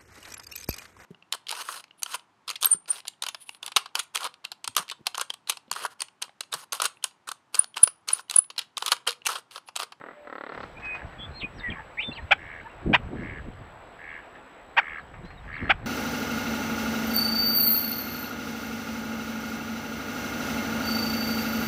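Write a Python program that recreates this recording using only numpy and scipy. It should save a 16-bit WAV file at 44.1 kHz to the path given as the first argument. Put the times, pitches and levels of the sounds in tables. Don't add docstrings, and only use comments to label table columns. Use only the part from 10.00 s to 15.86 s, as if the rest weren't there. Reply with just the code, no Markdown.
import sys
import numpy as np
from scipy import signal
from scipy.fft import rfft, irfft, next_fast_len
from scipy.io import wavfile
from scipy.ndimage import uniform_filter1d, map_coordinates

SR = 44100
rng = np.random.default_rng(int(sys.argv[2]) if len(sys.argv) > 2 else 0)


def boost(x):
    u = np.asarray(x, float) / 20
    return 10 ** u


def dump(signal):
    limited = np.clip(np.atleast_2d(signal).T, -1, 1)
    pcm = np.round(limited * 32767).astype(np.int16)
    wavfile.write(sys.argv[1], SR, pcm)


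N = 258426
TIME = np.arange(N) / SR


def unit(x):
    return x / np.sqrt(np.mean(x ** 2) + 1e-20)


def curves(rows, outside=None):
    s, *columns = np.transpose(rows)
    return [np.interp(TIME, s, column, outside, outside) for column in columns]


def wobble(rate):
    points = rng.standard_normal(int(N * rate / SR) + 4)
    return map_coordinates(points, [TIME * rate])


def filtered(x, response):
    size = next_fast_len(N + 8192)
    return irfft(rfft(x, size) * response(np.fft.rfftfreq(size, 1 / SR)), size)[:N]


def colour(points):
    f, db = np.transpose(points)
    return lambda hz: boost(np.interp(np.log(hz + 1), np.log(f), db))


def causal(points):
    def response(hz):
        cepstrum = irfft(np.log(colour(points)(hz) + 1e-6))
        half = len(cepstrum) // 2
        cepstrum[1:half] *= 2
        cepstrum[half + 1:] = 0
        return np.exp(rfft(cepstrum))
    return response


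def throat(modes):
    def response(f):
        total = 0
        for k, (centre, width, db) in enumerate(modes):
            resonance = 1j * f * width / (centre * centre - f * f + 1j * f * width)
            total = total + (-1) ** k * boost(db) * resonance
        return total
    return response


def gate(start, end, fade):
    return np.clip(np.minimum(TIME - start, end - TIME) / fade, 0, 1) ** 2


def hiss(points, patchy_db):
    z = signal.stft(rng.standard_normal(N + 512), nperseg=512)[2]
    patches = uniform_filter1d(rng.standard_normal(z.shape), size=6, axis=0)
    patches = uniform_filter1d(patches, size=10, axis=1)
    noise = signal.istft(z * boost(patchy_db * unit(patches)), nperseg=512)[1][:N]
    return unit(filtered(noise, colour(points)))


def whine():
    # t/s, level/dB, change in second half of each frame/dB
    states = [(0, -77.5, 0), (.535, -70.5, -8), (.81, -71.5, 0), (2.33, -69, -15.5), (2.87, -70, -8),
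              (2.97, -70, -14), (3.05, -73, 2.5), (3.45, -69.5, -8.5), (5.25, -72.5, -6.5)]
    # f/Hz, gain/dB
    self_noise = [(3000, -23), (6000, -1), (9000, -4), (12000, -1), (15700, -4.5)]
    whine_hz, frame_hz = 7768, 59.5
    s, db, dip_db = np.transpose(states)
    state = np.searchsorted(s[1:], TIME)
    frame = (TIME * frame_hz + .65) % 1
    level = boost(db[state] + dip_db[state] * (frame > .5))
    tone = np.sqrt(2) * level * np.sin(2 * np.pi * (whine_hz * TIME + 0.47 * frame))
    hiss_db = np.where(state > 0, -80, -84)
    return tone + boost(hiss_db) * hiss(self_noise, patchy_db=-3.0)


def gusty_wind():
    # t/s, rumble/dB, flutter/dB (before a final trim)
    breeze = [(0, -86, -49), (.2, -70, -65), (.5, -86, -55), (.59, -47.5, -48), (1, -53, -57.5),
              (1.3, -49.5, -59), (1.75, -49.5, -56.5), (1.95, -50.5, -57), (2.3, -51.5, -50),
              (2.8, -52.5, -66.5), (3, -35.5, -42), (3.3, -42, -39.5), (3.7, -51.5, -57.5),
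              (4.4, -64.5, -58), (4.85, -59.5, -57), (5.2, -46.5, -53), (5.4, -50.5, -52.5),
              (5.86, -40.5, -45.5)]
    # peak t/s, rise/s, fall/s (each spans 20 dB), rumble/dB, flutter/dB (before a final trim)
    gusts = [(.65, 0.029, 0.027, -41, -43), (.86, 0.054, 0.045, -44, -43), (1.041, .03, 0.17, -37.5, -44),
             (1.17, 0.013, 0.13, -38.5, -43.5), (1.31, .1, 0.047, -41, -40.5),
             (1.432, 0.0057, 0.02, -29.5, -23), (1.57, 0.075, 0.06, -35, -36.5),
             (1.7, 0.039, 0.057, -32.5, -29), (2.091, 0.015, 0.029, -33.5, -27.5),
             (2.25, 0.14, .03, -36, -41), (2.33, 0.044, 0.049, -40, -41), (2.877, .03, 0.062, -26, -18),
             (2.902, .04, .04, -38, -12.5), (2.92, 0.048, 0.1, -40, -20.5),
             (3.071, 0.11, 0.094, -29.5, -37.5), (3.132, 0.036, 0.049, -40, -19),
             (3.158, .04, 0.057, -36, -18), (3.179, 0.052, 0.094, -35.5, -22),
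             (3.489, 0.14, 0.023, -32, -32), (3.62, 0.16, 0.11, -42, -42), (5.26, 0.19, .04, -40, -44),
             (5.632, 0.035, 0.044, -30, -18.5), (5.699, 0.089, 0.025, -34.5, -30.5),
             (5.86, 0.043, .05, -31.5, -39)]
    levels = np.array(curves(breeze))
    for s, rise, fall, *peak_db in gusts:
        drop_db = 20 * np.maximum((s - TIME) / rise, (TIME - s) / fall)
        levels = np.maximum(levels, np.c_[peak_db] - drop_db)
    return levels


def wind():
    # t/s, dull hiss/dB, bright hiss/dB (before a final trim)
    bush_levels = [(0.0, -57, -86), (0.33, -58.5, -83), (0.44, -59, -83), (0.5, -53.5, -78),
                   (0.62, -50.5, -69), (0.77, -52, -75), (1.04, -50.5, -77), (1.24, -51.5, -78),
                   (2.12, -53, -77.5), (2.99, -52, -78.5), (3.16, -52, -76.5), (3.62, -53, -79.5),
                   (4.58, -53, -80), (4.85, -53.5, -78.5), (5.09, -54.5, -80), (5.37, -55, -80),
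                   (5.66, -51, -73), (5.86, -51.5, -80.5)]
    # f/Hz, gain/dB
    rumble_colour = [(15, -29), (30, -4), (60, -4), (110, -7.5), (180, -12), (300, -57), (600, -120)]
    flutter_colour = [(70, -39.5), (130, -6.5), (220, -3.5), (350, -8.5), (600, -21.5), (1000, -36.5),
                      (2000, -70.5), (4000, -120)]
    dull_colour = [(120, -51), (200, -11), (295, -6.5), (388, -6.5), (475, -3.5), (617, -4), (682, -2),
                   (1860, -9), (2300, -12.5), (3990, -24.5), (5190, -48), (8780, -120)]
    bright_colour = [(2500, -33.5), (4000, 0), (5000, -3), (6500, -14), (9000, -22), (15000, -53)]
    rumble_db, flutter_db = gusty_wind()
    dull_db, bright_db = curves(bush_levels)
    eddy = wobble(25)
    rumble = unit(boost(0.4 * eddy + 2.1 * wobble(8)) * hiss(rumble_colour, patchy_db=1.6))
    flutter = unit(boost(1.8 * eddy + 4 * wobble(110)) * hiss(flutter_colour, patchy_db=1.5))
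    dull = boost(dull_db + 4.0) * hiss(dull_colour, patchy_db=1.6)
    bright = boost(bright_db + 3.0) * hiss(bright_colour, patchy_db=2.0)
    return boost(rumble_db - 0.5) * rumble + boost(flutter_db - 5.0) * flutter + dull + bright


def feet():
    # t/s, level before trim/dB, dull part relative to that level/dB
    ticks = [(0.5356, -51.5, 4.5), (0.7971, -51, 3), (0.846, -46, 2), (0.9468, -45, 7), (1.065, -54, -9),
             (2.0014, -50, 2.5), (3.219, -53, -1), (4.351, -61.5, 16.5), (5.1374, -59.5, 15),
             (5.2485, -49.5, 0), (5.3024, -56.5, 10.5), (5.4494, -57, 7)]
    bright, dull = np.zeros(N), np.zeros(N)
    for s, db, dull_db in ticks:
        shape = np.clip((TIME - s) / 0.003, 0, 1) * boost(-60 * np.abs(TIME - s) / 0.13)
        bright += boost(db - 8.5) * shape
        dull += boost(db + dull_db + 1.5) * shape
    crackle = hiss([(1500, -21), (3000, 0), (5000, -3), (6500, -16), (15000, -50)], patchy_db=1.5)
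    scuff = hiss([(300, -20), (700, -2), (1800, 0), (2800, -8), (4000, -35), (8000, -90)], patchy_db=1.5)
    return bright * crackle + dull * scuff


def coo_and_songbird():
    # start/s, end/s, flutter rate/Hz, pitch swing/Hz
    buzzes = [(1.401, 1.436, 166.5, 343), (1.58, 1.603, 200, 246), (1.714, 1.723, 199, 403),
              (2.021, 2.038, 130.8, 435), (2.16, 2.193, 213.3, 157), (5.518, 5.602, 212, 121)]
    # start/s, length/s, from f/Hz, to f/Hz, level/dB
    notes = [(0.132, 0.17, 595, 587, -52.5), (.751, .011, 2340, 2450, -53), (0.767, 0.021, 2340, 2510, -45),
             (0.819, 0.16, 2539, 2482, -35.5), (1.181, 0.085, 3345, 3484, -42),
             (1.192, 0.069, 3170, 3280, -47), (1.314, 0.0113, 4080, 4100, -60),
             (1.41, 0.027, 814, 966, -48.5), (1.63, 0.065, 2010, 1866, -30.5),
             (1.751, 0.03, 1153, 1054, -47), (1.788, 0.022, 887, 876, -43), (1.973, 0.047, 3553, 3720, -60),
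             (1.975, .05, 837, 883, -50), (2.114, 0.015, 2720, 2750, -38.5),
             (2.126, 0.016, 4300, 3900, -44), (2.173, 0.027, 912, 910, -43.5),
             (2.195, .048, 4050, 4150, -64), (2.35, .12, 5270, 5620, -82), (2.654, 0.021, 1760, 1700, -48),
             (4.982, 0.043, 4670, 3600, -67), (5.372, 0.024, 3850, 3670, -57),
             (5.612, 0.12, 4210, 4190, -66)]
    # t/s, f/Hz, level/dB
    sweeps = [
        [(1.336, 4139, -60.5), (1.366, 4192, -46.5), (1.402, 4230, -48), (1.415, 3471, -45), (1.435, 2496, -36),
         (1.449, 2460, -28.5), (1.485, 2480, -67)],
        [(1.4, 3914, -46), (1.422, 2480, -37), (1.44, 2330, -39)],
        [(1.54, 5707, -75), (1.565, 5770, -66.5), (1.582, 5470, -63), (1.602, 3670, -44.5), (1.628, 3570, -60)],
        [(1.703, 3266, -33.5), (1.713, 3160, -50), (1.723, 2385, -33), (1.742, 2425, -50)],
        [(1.973, 2097, -44), (1.995, 2416, -26), (2.021, 3170, -37), (2.051, 3594, -36.5), (2.112, 3500, -44)],
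        [(1.973, 1777, -43), (1.991, 2090, -31), (2.019, 2570, -46), (2.033, 2600, -32.5), (2.048, 2592, -58.5)],
        [(2.142, 3530, -73), (2.152, 3219, -51), (2.174, 2700, -40.5), (2.188, 1900, -41.5), (2.198, 1800, -44)],
        [(2.145, 4300, -62), (2.155, 4800, -56), (2.17, 4150, -55), (2.182, 3200, -49), (2.195, 2200, -60)],
        [(2.645, 890, -50), (2.673, 919.9, -40), (2.687, 1976, -59), (2.705, 2780, -55), (2.738, 2727, -65)],
        [(5.238, 3880, -70), (5.25, 3980, -61), (5.29, 4230, -63), (5.35, 4150, -76)],
        [(5.527, 4700, -63), (5.542, 3760, -60), (5.556, 4770, -67), (5.565, 4350, -57.5), (5.59, 3070, -59.5)],
    ]
    note_rise, note_fall = .25, 0.16
    flutter_hz = np.zeros(N)
    for start, end, rate_hz, swing_hz in buzzes:
        flutter_hz += swing_hz * gate(start, end, 0.0038) * np.sin(2 * np.pi * rate_hz * TIME)
    waver = 1 + 0.0015 * wobble(120)
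    voices = np.zeros(N)

    def add_sine(s, hz, level):
        on = level > 0
        pitch_hz = np.interp(TIME[on], s, hz) * waver[on] + flutter_hz[on]
        phase = 2 * np.pi * np.cumsum(pitch_hz) / SR
        voices[on] += np.sqrt(2) * level[on] * np.sin(phase)

    for s, length, from_hz, to_hz, db in notes:
        share = (TIME - s) / length
        swell = np.clip(np.minimum(share / note_rise, (1 - share) / note_fall), 0, 1)
        add_sine([s, s + length], [from_hz, to_hz], boost(db) * swell)
    for rows in sweeps:
        s, hz, db = np.transpose(rows)
        edges = gate(s[0] - .002, s[-1] + .002, 0.0018)
        add_sine(s, hz, boost(np.interp(TIME, s, db)) * edges)
    return voices


def churrs():
    # start/s, end/s, beat rate/Hz, level of the upper notes before swell/dB, low note relative/dB
    calls = [(0.789, 1.045, 80.4, -43, -15), (1.566, 1.838, 80.6, -43, -8), (2.362, 2.634, 82.1, -42, -11),
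             (3.141, 3.417, 80.1, -42.5, -12.5), (3.972, 4.222, 80.4, -41.5, -13),
             (4.772, 5.016, 78, -37, -4.5), (5.459, 5.712, 79.24, -37, -4.5)]
    # f/Hz, width/Hz, gain/dB
    churr_throat = [(1184, 260, 0), (1652, 143, 0.5), (2197, 140, -1), (2710, 215, -2), (3370, 80, -11.5)]
    low_throat, upper_throat = throat(churr_throat[:1]), throat(churr_throat[1:])
    dull = colour([(3600, 2.5), (5000, -44.0), (8000, -88)])
    out = np.zeros(N)
    for start, end, beat_hz, db, low_db in calls:
        beat = (beat_hz * (TIME - start) + 0.051 * wobble(40)) % 1
        arch = np.sin(np.pi * np.clip((TIME - start) / (end - start), 0, 1))
        sweep_hz = 1150 + (1100 + 700 * arch) * beat ** 1.3 + 120 * wobble(150)
        tone = np.sin(2 * np.pi * np.cumsum(sweep_hz) / SR) * boost(1.5 * wobble(120))
        source = tone + .7 * rng.standard_normal(N)
        source = filtered(source * np.sin(np.pi * beat) ** 4, dull)
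        upper = unit(filtered(source * beat, lambda f: upper_throat(f) * (f > 1400)))
        lower = unit(filtered(source * (1 - beat) ** 2, lambda f: low_throat(f) ** 2))
        swell = boost(-7 * np.clip(1 - (TIME - start) / 0.11, 0, 1))
        loudness = boost(db) * swell * gate(start, end, 0.023) * boost(1.2 * wobble(14))
        out += loudness * (upper + boost(low_db) * lower)
    return out


def knocks():
    # first knock t/s, length/s, gap/s, later knocks come early by/s,
    # base level/dB, first knock softer by/dB, bright part at the start/dB, fade at the end/dB
    rolls = [(0.011, .115, .023, -.0045, -30, 3, -40, 12),
             (0.247, .389, .0278, .006, -26.5, 13, -35.5, -0.5)]
    settle = 0.32
    brighten_db_per_s = 28.5
    rows = []
    for start, length, gap, early, db, soft_db, bright_db, fade_db in rolls:
        k = np.arange(round(length / gap) + 1)
        left = settle ** k
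        s = start + k * gap - early * (1 - left)
        knock_db = db - soft_db * left - fade_db * settle ** k[::-1]
        rows += zip(s, knock_db, bright_db + brighten_db_per_s * k * gap)
    return rows


def rattle():
    # f/Hz, width/Hz, gain/dB
    rattle_throat = [(259, 320, 1), (506, 510, 2.5), (1080, 117, 1.5), (1330, 126, 2.5), (1950, 190, -3),
                     (2800, 360, -7.5)]
    slaps, clicks = np.zeros(N), np.zeros(N)
    rows = knocks()
    chances = rng.standard_normal((len(rows), 3))
    for (s, db, bright_db), chance in zip(rows, chances):
        for lag, rebound_db, c in zip([.0015, .0054, .0088], [27, 23, 19], chance):
            at = round((s + lag + 0.0002 * c) * SR)
            slaps[at] -= boost(db + rebound_db + 1.9 * c)
            clicks[at] = boost(db + bright_db + rebound_db - 0.5)
    body_colour = causal([(150, -10.0), (400, 1.0), (1300, 1.0), (2200, 2.5), (2700, -14.5), (8000, -42)])
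    body = filtered(filtered(slaps, throat(rattle_throat)), body_colour)
    fade = boost(-60 * np.arange(200) / SR / 0.014)
    scratch = np.convolve(clicks, fade)[:N] * rng.standard_normal(N) + 1.8 * clicks
    scratch_colour = causal([(2500, -11), (3300, -10.0), (4150, -7), (4900, -21), (6000, -44), (9000, -90)])
    return body + filtered(scratch, scratch_colour)


def chucks():
    # peak t/s, rise/s, fall/s, top pitch before shake/Hz, level at the peak/dB,
    # beak opening/0-1, strong-weak alternation of pulses/0-1
    calls = [(2.323, 0.017, 0.0165, 879, -9, 0.87, 0.09), (2.949, 0.021, 0.0198, 990.6, -9.5, 0.81, 0.17),
             (4.785, .021, .021, 949, -11, 0.56, .15), (5.709, .018, .018, 847, -11, 0.72, 0.22)]
    # f/Hz, gain/dB
    beak_closed = [(250, -83.5), (600, -13), (950, -5.5), (1300, -1), (1800, -4.5), (2600, -1),
                   (3400, -52.5), (4200, -26), (7000, -48), (15000, -68.5)]
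    beak_open = [(250, -69.5), (600, -6), (900, -11.5), (1300, -6), (1700, -11.5), (2500, -1.5),
                 (3300, -11), (4200, -32.5), (7000, -52.5), (15000, -48.5)]
    slack_pitch = .68
    beak_shuts = .7
    muffled, muffle_hz = 0.29, 1750
    out = np.zeros(N)
    for s, rise, fall, top_hz, db, beak, alternate in calls:
        effort = np.interp(TIME, [s - rise, s, s + fall], [0, 1, 0])
        hz = top_hz * (slack_pitch + (1 - slack_pitch) * effort)
        phase = 2 * np.pi * np.cumsum(hz * (1 + .035 * wobble(400))) / SR
        pulses = sum(np.cos(k * phase + .5 * wobble(500)) for k in range(1, 9))
        pulses = pulses * boost(1.8 * wobble(900))
        pulses = pulses * (1 + alternate * np.cos(phase / 2))
        breath = (1 + np.cos(phase)) * rng.standard_normal(N)
        source = unit(pulses) + .62 * unit(breath)
        slack = np.clip(muffled * (1 - effort), 0, 1)
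        dulled = filtered(source, lambda f: 1 / (1 + 1j * f / muffle_hz) ** 2)
        source = (1 - slack) * source + slack * dulled
        closed = filtered(source, causal(beak_closed))
        opened = filtered(source, causal(beak_open))
        opening = np.clip(beak * (1 - beak_shuts * (1 - effort) * (TIME > s)), 0, 1)
        voice = (1 - opening) * unit(closed) + opening * unit(opened)
        out -= boost(db) * effort * gate(s - rise, s + fall, 0.0041) * voice
    return out


def scrub(x):
    t = np.arange(SR // 4) / SR
    tail = rng.standard_normal(len(t)) * boost(-60 * t / 0.098) * (t > .004)
    return signal.fftconvolve(x, tail / np.linalg.norm(tail))[:N]


def scene():
    near = chucks() + rattle()
    far = churrs() + coo_and_songbird()
    answer = scrub(boost(-21.5) * near + boost(-10) * far)
    return (near + far + answer + feet() + wind())[None]


def top_cut(x):
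    return signal.sosfilt(signal.butter(12, 15760, fs=SR, output="sos"), x)


def record(dry):
    bent = dry / (1 + np.abs(dry / .9) ** 4) ** (1 / 4)
    return top_cut(bent + whine())


dry = scene()
out = record(dry)
dump(out)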